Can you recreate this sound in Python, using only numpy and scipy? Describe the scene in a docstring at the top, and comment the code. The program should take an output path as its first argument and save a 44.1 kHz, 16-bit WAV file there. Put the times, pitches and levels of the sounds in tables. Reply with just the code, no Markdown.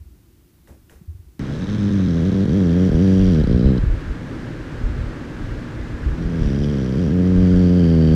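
"""A cat stirs faintly on a rug in a quiet room: soft low bumps, and scuffs of filtered noise with claw ticks.
Abruptly a sleeping dog is heard close to the microphone, over room noise with a low drone and the low rumble
of the hand-held microphone. It snores twice, with a pause between: its soft palate flaps shut some 60-100
times a second, sticking now and then in the first snore, and each closure rings the throat as a falling chirp.
Air hisses through the resonances of its nose in spurts, and the hand shifts on the microphone throughout."""
import sys
import numpy as np
from scipy import signal
from scipy.fft import rfft, irfft, next_fast_len
from scipy.io import wavfile
from scipy.ndimage import map_coordinates

SR = 44100
rng = np.random.default_rng(int(sys.argv[2]) if len(sys.argv) > 2 else 0)


def dump(signal):
    """Clip the signal to [-1, 1] and save it as 16-bit WAV at the path in sys.argv[1]."""
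    limited = np.clip(np.atleast_2d(signal).T, -1, 1)
    pcm = np.round(limited * 32767).astype(np.int16)
    wavfile.write(sys.argv[1], SR, pcm)


N = 359413
TIME = np.arange(N) / SR

# the spans in which the palate flaps: (start [s], end [s])
SPANS = [(1.394, 3.785), (6.179, 8.15)]


def amp(db):
    """Level to amplitude ratio: 20 dB is a factor of ten."""
    return 10 ** (np.asarray(db) / 20)


def unit(x):
    """Normalise by the root mean square, to rms 1."""
    return x / np.sqrt(np.mean(x ** 2) + 1e-20)


def along(points, hz):
    """Spectral envelope: gain interpolated in dB through (frequency [Hz], level [dB]) on a log axis."""
    f, db = np.transpose(points)
    return amp(np.interp(np.log(hz + 1), np.log(f + 1), db))


def curves(rows):
    """Piecewise-linear control: one value per sample for each column after the time."""
    s, *cols = np.transpose(rows)
    return [np.interp(TIME, s, c) for c in cols]


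def per_snore(tables):
    """Slow control: join the tables of successive snores into one curve for each column."""
    return curves([row for rows in tables for row in rows])


def wobble(rate):
    """Slow random modulation: a spline through normal random knots, rate knots a second."""
    return map_coordinates(rng.standard_normal(int(N * rate / SR) + 4), [TIME * rate])


def filtered(x, response):
    """Linear filtering: multiply the spectrum of x by a response of frequency."""
    m = next_fast_len(N + SR // 2)
    return irfft(rfft(x, m) * response(np.fft.rfftfreq(m, 1 / SR)), m)[:N]


def noise(spectrum):
    """Coloured noise: white noise shaped by a spectral envelope, of rms 1."""
    return unit(filtered(rng.standard_normal(N), lambda hz: along(spectrum, hz)))


def resonances(modes, hz):
    """Modal sum: second-order resonances (centre [Hz], width [Hz], level [dB]) of alternating sign."""
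    total = 0
    for k, (centre, width, db) in enumerate(modes):
        damping = 1j * hz * width
        total = total + (-1) ** k * amp(db) * damping / (centre * centre - hz * hz + damping)
    return total


def swell(t, peak_s):
    """Critically damped envelope: rises from t = 0 to 1 at peak_s and dies away."""
    u = np.maximum(t, 0) / peak_s
    return u * np.exp(1 - u)


def cat_room():
    """Ambient noise: the diffuse background of the cat's room is steady coloured noise."""
    # (frequency [Hz], density [dB per Hz])
    spectrum = [(20, -21.5), (55, -1), (110, -8.5), (170, -12.5), (260, -15.5), (345, -10.5), (420, -26.5),
                (600, -31.5), (3000, -37.5), (8000, -39.5), (15000, -36.5)]
    return amp(-52.5) * noise(spectrum)


def bumps(roundness=1.9):
    """Damped oscillation: each soft bump of paw or hand is a few low cycles that swell and fade."""
    # (time [s], envelope peak [dB], frequency [Hz], swell time [s])
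    contacts = [(.0, -32, 77, 0.013), (.054, -37, 67, 0.015), (.103, -39, 62, 0.017),
                (0.699, -38, 70, 0.014), (.95, -40, 66, 0.018), (1.011, -35.5, 167, 0.0057),
                (1.075, -24, 80, 0.02), (1.144, -30, 85, 0.011), (1.187, -34.5, 85, .015),
                (1.259, -37, 69, 0.018), (3.539, -9, 70, 0.011), (3.658, -8, 65, .0042),
                (3.837, -4, 83, 0.0034), (3.87, -15, 37.6, 0.039), (4.836, -11.5, 38.2, .015),
                (4.987, -14, 85, 0.0043), (5.037, -16.5, 84, 0.0049), (6.055, -20, 54, 0.03)]
    out = np.zeros(N)
    for s, db, hz, peak_s in contacts:
        t = TIME - s
        out += amp(db) * swell(t, peak_s) ** roundness * np.sin(2 * np.pi * hz * t)
    return out


def scuffs():
    """Frictional noise: a claw ticks and brushes over the rug, followed by a duller rub."""
    # strokes: (time [s], brush peak [dB], dull rub [dB re brush], first tick [dB re brush])
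    strokes = [(0.673, -58.5, 10, 6.5), (.896, -55.5, 3, 7.5)]
    # spectra of the brush and of the rub: (frequency [Hz], density [dB per Hz])
    bright_spectrum = [(300, -19), (900, -2.5), (1800, 0), (3500, -14), (7000, -10), (15000, -14)]
    dull_spectrum = [(100, -8.5), (280, -8), (550, -10), (900, -21), (2500, -40)]
    # resonances of the claw contact: (centre [Hz], width [Hz], level [dB])
    tick_modes = [(1500, 330, 0.5), (2000, 520, -2.5), (3000, 650, -8)]
    bright, dull = noise(bright_spectrum), noise(dull_spectrum)
    tick = unit(filtered(rng.standard_normal(N), lambda hz: resonances(tick_modes, hz)))
    out = np.zeros(N)
    for s, db, dull_db, tick_db in strokes:
        t = TIME - s
        first_tick = amp(tick_db) * tick * swell(t, 0.0011)
        brush = bright * swell(t, 0.0076) ** 0.14  # the small power lets the brush linger
        rub = amp(dull_db) * dull * swell(t, 0.025)
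        out += amp(db) * (first_tick + brush + rub)
    return out


def dog_room(air_db=-31.0, swing_db=0.43, waver_rad=0.99):
    """Ambient noise and phase modulation: nearly steady room noise with a wavering low drone."""
    # room noise: (frequency [Hz], density [dB per Hz])
    spectrum = [(50, -9.5), (100, -2.5), (150, 0), (200, -7), (310, -2.5), (400, -12), (520, -12.5),
                (720, -22.5), (1100, -21.5), (1480, -20), (1620, -18), (1800, -22), (2400, -28.5),
                (5500, -39.5), (7500, -45), (13000, -59.5)]
    # partials of the drone: (frequency [Hz], level [dB rms])
    drone_partials = [(118.4, -40), (242.2, -42)]
    drone = np.zeros(N)
    for hz, db in drone_partials:
        phase = 2 * np.pi * hz * TIME + waver_rad * wobble(10)
        drone += amp(db) * np.sqrt(2) * np.sin(phase)
    return amp(air_db + swing_db * wobble(10.0)) * noise(spectrum) + drone


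def handling(hold_db=-38):
    """Structure-borne noise: the resting hand rumbles steadily; each shift of the grip swells the rumble."""
    # shifts of the grip: (middle [s], rumble [dB], half length to 1/e [s])
    grip_shifts = [(2.938, -17.5, 0.025), (3.238, -23.5, 0.046), (3.56, -20.5, 0.26), (3.891, -18, 0.085),
                   (4.096, -27.5, 0.027), (4.859, -23.5, 0.074), (5.03, -27, .06), (5.484, -27, 0.077),
                   (5.809, -25, 0.034), (5.935, -26, .03), (6.094, -19, 0.055), (6.27, -24, .04),
                   (6.447, -17.5, 0.051), (6.64, -25.5, .07), (7.385, -16.5, 0.047), (7.56, -25.5, .06),
                   (7.927, -28.5, 0.044), (8.122, -22, .04)]
    # rumble: (frequency [Hz], density [dB per Hz])
    spectrum = [(12, -32.5), (24, -9.5), (36, -0.5), (55, -2.5), (80, -6.5), (120, -14), (300, -87)]
    shifts = sum(amp(db) * np.exp(-((TIME - s) / half_s) ** 2) for s, db, half_s in grip_shifts)
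    return (amp(hold_db) + shifts) * noise(spectrum)


def closures(effort_db, scatter_db=0.5, spurt_db=0.9):
    """Relaxation oscillation: each closure gives a kick and a spurt; weak pull is uneven, a wait builds pressure."""
    # the palate sticks between flaps: (sticks [s], snaps free [s])
    stalls = [(1.653, 1.671), (1.765, 1.783), (1.896, 1.906), (2.066, 2.076), (2.303, 2.318),
              (2.336, 2.344), (2.444, 2.455), (2.46, 2.479), (2.877, 2.891), (2.896, 2.917), (3.422, 3.439),
              (3.444, 3.473), (3.478, 3.496), (3.77, 3.781)]
    # it moves between a fast and a slow register; a curve per snore: (time [s], flap rate [Hz])
    flap_rate = [
        [(1.52, 70.2), (1.57, 85.1), (1.72, 104.3), (1.87, 102.2), (2.09, 91.26), (2.11, 83.1), (2.23, 81.6),
         (2.25, 93.3), (2.44, 98.8), (2.48, 62.2), (2.56, 101.2), (2.6, 97.9), (2.68, 83.45), (2.86, 93.5),
         (2.92, 76.8), (2.99, 83.7), (3.02, 95.9), (3.3, 93.1), (3.335, 79.1), (3.39, 77.9), (3.48, 61),
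         (3.63, 61.25), (3.67, 68.8), (3.79, 59.2)],
        [(6.17, 84.2), (6.38, 81.02), (6.52, 66.85), (6.68, 74.37), (6.85, 62.4), (6.965, 66.9), (6.995, 90.9),
         (7.04, 87.3), (7.085, 64.65), (7.135, 90.38), (7.4, 91.13), (7.79, 88.56), (7.84, 83.9), (8.14, 77.94)],
    ]
    full_db = -14  # effort of a full snore
    uneven_s, uneven_grows = .00009, 0.84  # timing scatter at full effort; growth, dB per dB of effort lost
    waver, waver_knots = .008, 24.91  # random swing of the rate at full effort (share); knots per second
    usual_gap_s, pressure_grows = .012, 0.3  # usual time between flaps; power of the wait in a spurt

    unsteady = amp(uneven_grows * (full_db - effort_db))
    rate = per_snore(flap_rate)[0] * (1 + waver * unsteady * wobble(waver_knots))
    free = sorted([s for s, _ in SPANS] + [s for _, s in stalls])
    stuck = sorted([s for _, s in SPANS] + [s for s, _ in stalls])
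    at = []
    for start, end in zip(free, stuck):
        first = int(start * SR)
        cycles = np.cumsum(rate[first:int(end * SR)]) / SR
        # one closure at each whole cycle
        at.extend(first + np.searchsorted(cycles, np.arange(cycles[-1])))
    late, size, spurt = rng.standard_normal((len(at), 3)).T
    delay = np.round(late * uneven_s * unsteady[at] * SR).astype(int)
    moved = np.clip(at + delay, 0, N - 1)
    wait_s = np.diff(at, prepend=0) / SR
    pressure = np.minimum(wait_s / usual_gap_s, 2) ** pressure_grows
    kicks = np.bincount(moved, amp(scatter_db * size), N)
    spurts = np.bincount(moved, pressure * amp(spurt_db * spurt), N)
    return kicks, spurts


def flap_ring(first_period=0.00113, stretch=0.76, peak_s=0.005, sharpness=1.31):
    """Falling chirp: a flap rings the throat with a period growing from first_period by stretch seconds a second."""
    t = np.arange(SR // 25) / SR
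    cycles = np.log1p(stretch * t / first_period) / stretch
    return np.sin(2 * np.pi * cycles) * swell(t, peak_s) ** sharpness


def flutter(kicks, inside, split_hz=310):
    """Excitation and response: kicks ring the throat, split into soft body and snap, each of unit deviation."""
    # spectral envelopes: (frequency [Hz], gain [dB])
    body_tone = [(30, -5.5), (65, 3.5), (95, -0.5), (180, 4.5), (260, 2.5)]
    snap_tone = [(300, -4), (450, 6.0), (600, 0.5), (800, -4), (1500, -12.0)]

    def low(hz):
        """Crossover: the share of the gain that passes below split_hz."""
        return 1 / (1 + (hz / split_hz) ** 8)

    train = signal.fftconvolve(kicks, flap_ring())[:N]
    body = filtered(train, lambda hz: along(body_tone, hz) * low(hz))
    snap = filtered(train, lambda hz: along(snap_tone, hz) * (1 - low(hz)))
    return body / np.std(body[inside]), snap / np.std(snap[inside])


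def nasal_air(kicks, rebound=0.48, rebound_s=0.0066, broad=0.051):
    """Modulated turbulence: air spurts at each closure, weaker on the rebound, and the nose resonates."""
    # the passage changes shape as each breath builds:
    # (time [s], [resonances (centre [Hz], width [Hz], level [dB])])
    shapes = [(1.9, [(3200, 290, -1.5), (3860, 430, -1), (5300, 350, -6), (6170, 340, -7)]),
              (3.2, [(3250, 240, 0), (4700, 170, -3), (5680, 200, -3.5)]), (3.7, [(3100, 130, 0),
              (3970, 260, 1), (5100, 300, -5)]), (6.6, [(3230, 340, 1.5), (4970, 240, -0.5),
              (5700, 190, 1.5)]), (7.5, [(3180, 240, 0), (4700, 340, -1.5), (5780, 770, -7.5)]),
              (7.95, [(3110, 170, 2.5), (4636, 120, 5.5), (5540, 500, -8.5)])]
    # turbulence at the palate: (frequency [Hz], density [dB per Hz])
    turbulence = [(500, -34.5), (1000, -13), (1700, 1.5), (2500, -4.5), (3200, -10), (6300, -10),
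                  (6900, -12), (10000, -16), (14000, -27)]
    leak, spurt_s, uneven_db = .24, .0012, 1.1  # steady flow; half width of a spurt to 1/e; random swing
    t = np.arange(-SR // 100, SR // 100) / SR
    spurt = np.exp(-(t / spurt_s) ** 2) + rebound * np.exp(-((t - rebound_s) / spurt_s) ** 2)
    flow = leak + signal.fftconvolve(kicks, spurt, "same") * amp(uneven_db * wobble(80))
    jets = noise(turbulence) * flow
    times = [s for s, _ in shapes]
    out = np.zeros(N)
    for (_, modes), here in zip(shapes, np.eye(len(shapes))):
        # each shape of the passage fades into the next
        shaped = unit(filtered(jets, lambda hz: broad + np.abs(resonances(modes, hz))))
        out += np.interp(TIME, times, here) * shaped
    return out


def snores(body_db=1.5, snap_db=-1.0, air_db=-2.5, fade_s=0.024):
    """Flow-induced vibration: two long breaths set the palate flapping, while air hisses through the nose."""
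    # pull of the breath, a curve per snore: (time [s], effort [dB], snap of the closure [dB re effort])
    effort = [
        [(1.42, -26.5, -13.5), (1.55, -29, -11.5), (1.88, -18.5, -19), (1.91, -20.5, -11.5), (1.94, -18, -23),
         (2.17, -19, -11.5), (2.87, -16, -10), (2.91, -18.5, -6.5), (3.03, -15, -11), (3.33, -15, -12.5),
         (3.43, -17, -8), (3.72, -14.5, -11), (3.78, -19.5, -10.5)],
        [(6.18, -27, -14), (6.494, -21, -11), (6.782, -20, -9.5), (6.82, -22, -9), (7.428, -14.5, -13),
         (7.89, -14.5, -10.5), (8.13, -13.5, -10.5)],
    ]
    # air through the nose before the air_db trim, a curve per snore: (time [s], level [dB])
    nasal = [
        [(1.42, -52), (1.7, -47), (2.74, -47), (3.34, -43), (3.38, -45), (3.71, -48.5), (3.74, -54.5)],
        [(6.15, -58), (6.402, -53.5), (6.424, -46.5), (7.082, -49), (7.158, -54), (7.462, -48), (8.13, -44)],
    ]
    # short wet puffs in the nose: (time [s], peak level [dB])
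    puffs = [(3.774, -42.5), (6.635, -46.5)]
    puff_s = .003  # rise of a puff
    effort_db, snap_rel = per_snore(effort)
    kicks, spurts = closures(effort_db)
    gate = sum(np.clip(1 + np.minimum(TIME - start, end - TIME) / fade_s, 0, 1) for start, end in SPANS)
    body, snap = flutter(kicks, gate > .5)
    throat = amp(effort_db) * (amp(body_db) * body + amp(snap_rel + snap_db) * snap)
    air = amp(per_snore(nasal)[0] + air_db)
    air = air + sum(amp(db) * swell(TIME - s, puff_s) for s, db in puffs)
    return gate * (throat + air * nasal_air(spurts))


def scene():
    """Superposition: sources add; the quiet room with the cat gives way at once to the sleeping dog."""
    dog_start = 1.394  # the moment from which the dog is heard (s)
    cat = cat_room() + scuffs()
    dog = dog_room() + handling() + snores()
    return (np.where(TIME < dog_start, cat, dog) + bumps())[None]


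def record(dry):
    """Band limiting: the recorder keeps nothing from 15500 Hz upwards."""
    return filtered(dry[0], lambda hz: hz < 15500)[None]


dry = scene()
out = record(dry)
dump(out)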